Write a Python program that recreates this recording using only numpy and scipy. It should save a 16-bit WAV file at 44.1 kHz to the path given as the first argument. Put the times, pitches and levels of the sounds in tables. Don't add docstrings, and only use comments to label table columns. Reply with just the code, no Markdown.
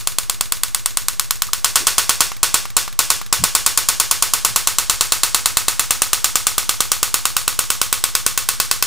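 import sys
import numpy as np
from scipy import signal
from scipy.fft import rfft, irfft
from scipy.io import wavfile

SR = 44100
rng = np.random.default_rng(int(sys.argv[2]) if len(sys.argv) > 2 else 0)


def wav_record(signal):
    frames = np.transpose(np.atleast_2d(signal))
    bounded = np.clip(frames, -1, 1)
    quanta = np.round(bounded * 32767).astype(np.int16)
    wavfile.write(sys.argv[1], SR, quanta)


N = 390726

# (frequency [Hz], level per Hz [dB])
ROOM_TONE = [(25, 6), (60, -14), (115, -6), (250, -12), (1000, -20), (3000, -27), (7500, -26), (11000, -40),
             (15000, -42)]
# (frequency [Hz], level per Hz [dB])
SIDE_RUMBLE = [(25, 7.5), (60, 8), (150, -11), (500, -27), (2000, -49), (15000, -58)]
# (time [s], lateness [s])
TIMER_DRIFT = [(.3, -.0006), (1, .0009), (2.8, .0007), (3.5, -.0007), (5.2, -.0009), (7.4, .0005)]
# (frequency [Hz], opening level [dB], closing level [dB], t60 [s])
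RELAY_MODES = [(113, -47, -33.5, 0.18), (196, -28.5, -31.5, 0.023), (480, -34, -43, 0.0079),
               (816, -32, -53, 0.043), (1090, -16, -52, 0.017), (1181, -19, -30.5, 0.019),
               (1388, -22, -54, 0.027), (2110, -25.5, -48, 0.017), (2736, -23, -50, 0.032),
               (6800, -31, -27, 0.0095)]
# (time [s], level [dB])
KNOCK_RIDE = [(0, -2), (2, -2), (5.2, -9), (7.2, 8.5), (8.8, 2.5)]
# (frequency [Hz], level [dB])
SNAP_COLOUR = [(60, -27), (200, -22), (550, -16.5), (800, -18), (1200, 2), (1900, -10), (2800, -3.5),
               (4500, -0.5), (6500, 0.5), (9000, 3.5), (11500, -5.5), (13500, -5), (15200, -1)]
# (frequency [Hz], level [dB], t60 [s])
ELECTRODE_MODES = [(7335, 4.5, 0.022), (8780, -11, 0.044), (9080, -2.5, 0.03), (9720, -8.5, 0.053)]
# (frequency [Hz], level [dB], t60 [s])
BENCH_MODES = [(1106, -27, 0.23), (1184, -24.5, 0.091), (1262, -28, 0.22), (1483, -24, 0.16),
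               (2174, -38, 0.17), (2650, -19, 0.076), (3452, -29.5, 0.3), (4404, -27, 0.25),
               (5250, -41, 0.61), (5570, -29.5, 0.32), (6800, -25.5, 0.18)]
# (delay [s], level [dB])
SLAPS = [(.0073, -13.5), (0.0139, -11.5), (0.0622, -23)]
# (frequency [Hz], level [dB])
ROOM_COLOUR = [(100, -3), (280, -8.5), (450, -4), (720, -7), (950, -0.5), (1250, -1.5), (1800, -2.5),
               (3000, -1.5), (5500, 0), (8800, 1), (11500, -2), (13500, -2.5), (15200, -4)]
# (frequency [Hz], t60 [s])
ROOM_T60 = [(400, 0.27), (2000, 0.33), (6500, 0.36), (14000, 0.23)]
# (time [s], centre [Hz], width [Hz], swell sigma [s], level [dB])
HAND_BUMPS = [(1.491, 1140, 300, 0.0021, -27), (1.822, 340, 130, 0.013, -31.5),
              (3.425, 123, 171, .019, -18.5), (4.507, 139, 130, .03, -35), (4.84, 42, 30, .02, -33),
              (4.95, 50, 40, .015, -31)]
SILENT_CYCLES = (20, 23, 25, 28)

HIT_SAMPLES = 2 ** 14
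AGE = np.arange(HIT_SAMPLES) / SR
HIT_HZ = np.fft.rfftfreq(HIT_SAMPLES, 1 / SR)
SCENE_HZ = np.fft.rfftfreq(N, 1 / SR)


def undb(db):
    return 10 ** (np.asarray(db) / 20)


def unit(x):
    return x / np.sqrt(np.mean(np.abs(x) ** 2))


def colour(points, hz=HIT_HZ):
    point_hz, db = np.transpose(points)
    return unit(undb(np.interp(np.log(hz + 1), np.log(point_hz), db)))


def fade(t60):
    return np.exp(-np.log(1000) * AGE / t60)


def ring(modes):
    return sum(undb(db) * fade(t60) * np.sin(2 * np.pi * hz * AGE) for hz, db, t60 in modes)


def add(track, times, sounds):
    for at_s, sound in zip(times, sounds):
        start = int(round(at_s * SR))
        first, last = max(start, 0), min(start + len(sound), N)
        if last > first:
            track[first:last] += sound[first - start:last - start]


def camera_travel(times, creep_m_per_s=.04, swing_m_per_s=.1, swing_at_s=5.6):
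    return creep_m_per_s * np.minimum(times, swing_at_s) + swing_m_per_s * np.maximum(times - swing_at_s, 0)


def paths(moved_m):
    phase, slant = rng.uniform(-1, 1, (2, len(HIT_HZ)))
    lag_s = np.outer(moved_m, slant) / 343
    return np.sqrt(HIT_SAMPLES) * np.exp(1j * np.pi * (phase + 2 * HIT_HZ * lag_s))


def room_tone(mid_db=-42, side_db=-49):
    mid, side = (unit(irfft(rfft(rng.standard_normal(N)) * colour(points, SCENE_HZ), N))
                 for points in (ROOM_TONE, SIDE_RUMBLE))
    return undb(mid_db) * mid + undb(side_db) * np.array([side, -side])


def relay(modes, moved_m, click_db, click_t60, room_db):
    click_eq = colour([(200, -21), (1500, 7.5), (7000, 2.5), (12000, 0), (15000, 3)])
    tail_eq = colour([(200, 5.5), (700, -22), (1150, 12), (1800, 2.5), (7000, -2), (15000, -12)])
    click = irfft(paths(moved_m) * click_eq) * fade(click_t60)
    tail = irfft(paths(moved_m) * tail_eq) * fade(0.27)
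    return ring(modes) + undb(click_db) * click + undb(room_db) * tail


def spark_strength(times, weak_db=-11, full_db=.6, settled_db=-4.5, surge_at_s=1.495, surge_s=.2):
    surge = np.clip((times - surge_at_s) / surge_s, 0, 1)
    sag_db = 0.82 * np.maximum(times - surge_at_s - surge_s, 0)
    strong_db = np.maximum(full_db - sag_db, settled_db)
    return weak_db + surge * (strong_db - weak_db)


def sparks(times, moved_m, snap_db=6.6, thud_db=-11.5, slap_db=-.5, room_db=-12.5, off_beam_s=6.64):
    strength_db = spark_strength(times)[:, None]
    snap_t60 = 0.015 * np.exp(.032 * strength_db)
    tilt_db_per_octave = -0.64 - 0.0772 * strength_db
    tilt = undb(tilt_db_per_octave * np.log2(np.maximum(HIT_HZ, 500) / 5000))
    snap = undb(snap_db) * irfft(paths(moved_m) * colour(SNAP_COLOUR) * tilt) * fade(snap_t60)
    thud = undb(thud_db) * fade(0.0042)
    ring_db = -5 - 12 * np.maximum(times - off_beam_s, 0)[:, None]
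    electrodes = undb(ring_db) * ring(ELECTRODE_MODES)
    attack = snap * fade(0.0063)
    slaps = undb(slap_db) * sum(undb(db) * np.roll(attack, int(delay * SR), axis=1) for delay, db in SLAPS)
    tail = undb(room_db) * room_tail(paths(moved_m) * tilt)
    direct = undb(.4 * strength_db) * (snap + thud)
    ring_out = undb(strength_db) * (electrodes + slaps + tail + ring(BENCH_MODES))
    jitter_db = 0.4 * rng.standard_normal((len(times), 1))
    return (direct + ring_out) * undb(jitter_db)


def room_tail(spectra, build_s=0.0032):
    band_hz, band_t60 = np.transpose(ROOM_T60)
    bands = [np.interp(np.log(HIT_HZ + 1), np.log(band_hz), row) for row in np.eye(len(band_hz))]
    coloured = spectra * colour(ROOM_COLOUR)
    tail = sum(irfft(coloured * band) * fade(t60) for band, t60 in zip(bands, band_t60))
    return tail * (1 - np.exp(-AGE / build_s))


def handling():
    t = np.arange(N) / SR
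    noise = rfft(rng.standard_normal(N))
    track = np.zeros(N)
    for at_s, centre_hz, width_hz, sigma_s, db in HAND_BUMPS:
        body = irfft(noise / (1 + (2 * (SCENE_HZ - centre_hz) / width_hz) ** 4), N)
        swell = np.exp(-.5 * ((t - at_s) / sigma_s) ** 2)
        body_rms = np.sqrt(np.average(body ** 2, weights=swell))
        track += undb(db) * body * swell / body_rms
    return track


def scene(first_s=.07324, period_s=.1121955, close_after_s=.0482, beam_hz=800):
    cycles = np.arange(-1, N / SR / period_s)
    beat = first_s + period_s * cycles
    times = beat + np.interp(beat, *np.transpose(TIMER_DRIFT))
    moved_m = camera_travel(times)
    fires = ~np.isin(cycles, SILENT_CYCLES)
    ride_db = np.interp(times, *np.transpose(KNOCK_RIDE))[:, None]
    open_modes = [(hz, db + min(hz / beam_hz, 1) ** 2 * ride_db, t60) for hz, db, _, t60 in RELAY_MODES]
    close_modes = [(hz, db, t60) for hz, _, db, t60 in RELAY_MODES]
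    knocks = relay(open_modes, moved_m, click_db=-21.5, click_t60=0.026, room_db=-37)
    ticks = relay(close_modes, moved_m, click_db=-25.5, click_t60=0.031, room_db=-41.5)
    bench = np.zeros(N)
    add(bench, times, knocks)
    add(bench, times + close_after_s, ticks)
    add(bench, times[fires], sparks(times[fires], moved_m[fires]))
    return bench + handling() + room_tone()


def record(dry, shelf_hz=600, bass_db=-8, top_hz=15500):
    dc_offset = np.array([[.04], [-.04]])
    biased = dry + dc_offset
    clipped = biased / (1 + biased ** 8) ** (1 / 8) - dc_offset
    bass = signal.sosfilt(signal.butter(1, shelf_hz, fs=SR, output="sos"), clipped)
    thinned = clipped + (undb(bass_db) - 1) * bass
    high_cut = signal.ellip(10, .2, 80, top_hz, fs=SR, output="sos")
    return dc_offset + signal.sosfilt(high_cut, thinned)


dry = scene()
out = record(dry)
wav_record(out)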